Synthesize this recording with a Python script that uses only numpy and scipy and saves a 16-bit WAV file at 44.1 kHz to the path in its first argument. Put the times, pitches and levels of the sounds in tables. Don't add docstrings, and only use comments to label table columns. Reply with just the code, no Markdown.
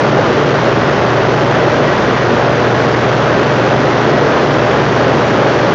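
import sys
import numpy as np
from scipy import signal
from scipy.fft import rfft, irfft
from scipy.io import wavfile
from scipy.ndimage import uniform_filter1d

SR = 44100
rng = np.random.default_rng(int(sys.argv[2]) if len(sys.argv) > 2 else 0)


def gain_from_db(level_db):
    decades = np.asarray(level_db, float) / 20
    return 10 ** decades


def store_pcm(level_fs):
    pcm = np.round(np.clip(level_fs, -1, 1) * 32767).astype(np.int16)
    wavfile.write(sys.argv[1], SR, np.atleast_2d(pcm).T)


N = 253134
MAINS_HZ = 59.975


def unit(x):
    return (x - np.mean(x)) / np.std(x)


def drift(rate_hz):
    hz = np.fft.rfftfreq(N, 1 / SR)
    return unit(irfft(rfft(rng.standard_normal(N)) / (1 + (hz / rate_hz) ** 2), N))


def roar():
    # frequency in Hz,
    # level in dB per Hz.
    roar_spectrum = [(12, -0.5), (42, 2), (68, -0.5), (105, 3.5), (170, 1), (280, -2), (370, -0.5),
                     (580, -3.5),
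                     (800, -9), (1550, -12.5), (1950, -17.5), (2350, -22), (3300, -25), (3750, -28.5),
                     (6200, -35.5)]
    roar_db, hiss_rise_db_per_s = -6.5, 0.08
    casing_hz, casing_octaves = 460, 0.6
    surge_db, surge_hz = 1, 6.0

    hz = np.fft.rfftfreq(N, 1 / SR) + 1e-3
    point_hz, point_db = np.transpose(roar_spectrum)
    spectrum_db = np.interp(np.log(hz), np.log(point_hz), point_db)
    air = rfft(rng.standard_normal(N)) * gain_from_db(spectrum_db)
    air = air * hz ** 2 / (hz ** 2 + 64)

    hiss_share = 1 / (1 + (1200 / hz) ** 4)
    from_middle_s = (np.arange(N) - N / 2) / SR
    hiss = irfft(air * hiss_share, N) * gain_from_db(hiss_rise_db_per_s * from_middle_s)

    rumble = air * (1 - hiss_share)
    casing_share = np.exp(-0.5 * (np.log2(hz / casing_hz) / casing_octaves) ** 2)
    casing = irfft(rumble * casing_share, N) * gain_from_db(surge_db * drift(surge_hz))
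    steady = irfft(rumble * (1 - casing_share), N)
    return gain_from_db(roar_db) * unit(steady + casing + hiss)


def tones(base_hz, orders, levels_db, wander_db):
    crest_s = 0.156
    flutter_db_per_khz, flutter_hz = 4.0, 4.0
    t = np.arange(N) / SR - crest_s
    out = np.zeros(N)
    for order, level_db in zip(orders, levels_db):
        hz = base_hz * order
        wander = wander_db * drift(0.65)
        flutter = flutter_db_per_khz * hz / 1000 * drift(flutter_hz)
        out += np.sqrt(2) * gain_from_db(level_db + wander + flutter) * np.cos(2 * np.pi * hz * t)
    return out


def core_hum():
    core_orders = [1, 2, 4, 8, 10, 14, 20, 22, 28, 32]
    core_db = [-18, -10.5, -31.5, -29.5, -25, -31.5, -42.5, -46.5, -45, -41]
    return tones(MAINS_HZ, core_orders, core_db, wander_db=1.5)


def runner_blades():
    blade_orders = [47, 48]
    blade_db = [-20.5, -14]
    turns_per_s = MAINS_HZ / 20
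    return tones(turns_per_s, blade_orders, blade_db, wander_db=-0.5)


def pump_motor():
    pump_orders = [1, 4, 5, 7, 14]
    pump_db = [-17.5, -32.5, -27.5, -28.5, -44.5]
    return tones(79.966, pump_orders, pump_db, wander_db=0.7)


def scene():
    return (roar() + core_hum() + runner_blades() + pump_motor())[None]


def overload(x):
    top, knee = 0.87, 9.8
    return x / (1 + np.abs(x / top) ** knee) ** (1 / knee)


def bass_cut(x):
    stage = signal.butter(1, 202, "high", fs=SR, output="sos")
    return signal.sosfilt(np.vstack([stage, stage]), x)


def narrow_band(x):
    # frequency in Hz, gain in dB.
    band_edge = [(6000, 0), (6600, -4.5), (7000, -9), (7300, -11.5), (7600, -19), (7900, -25.5),
                 (8050, -78.5)]
    frame_samples = 2822
    floor_db, floor_spread_db = -79, 2.7
    drop_under_db, drop_from_hz, rounding_db = -6.5, 2700, -0.5

    shape = dict(fs=SR, window="cosine", nperseg=2 * frame_samples, noverlap=frame_samples)
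    hz, _, bins = signal.stft(x, **shape)
    bins = bins * gain_from_db(np.interp(hz, *np.transpose(band_edge)))[:, None]
    size = np.abs(bins)
    around = uniform_filter1d(size, size=24, axis=-2) * gain_from_db(drop_under_db)
    around = around * (hz > drop_from_hz)[:, None]
    frame_floor = gain_from_db(floor_db + floor_spread_db * rng.standard_normal(size.shape[-1]))
    kept = size > np.maximum(around, frame_floor)
    random_phase = np.exp(2j * np.pi * rng.random(size.shape))
    rounding = gain_from_db(rounding_db) * around * random_phase
    return signal.istft((bins + rounding) * kept, **shape)[1][..., :N]


def ticks():
    # time in seconds, peak in dB.
    tick_events = [
        (0.181, -53.5),
        (1.9525, -57),
        (2.1804, -70.5),
        (2.6035, -59),
        (3.1153, -62),
        (3.49, -54.5),
        (4.2018, -56.5),
        (5.1801, -65.5),
    ]
    gain_db = 17
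    time_s, peak_db = np.transpose(tick_events)
    out = np.zeros(N)
    out[(time_s * SR).astype(int)] = gain_from_db(peak_db + gain_db)
    return out


def band_limit(x):
    return signal.sosfilt(signal.butter(12, 11000, fs=SR, output="sos"), x)


def record(dry):
    thin = bass_cut(overload(dry))
    narrow = narrow_band(np.clip(thin, -0.93, 0.93))
    stored = np.clip(narrow, -0.985, 0.985) + ticks()
    return band_limit(stored)


dry = scene()
out = record(dry)
store_pcm(out)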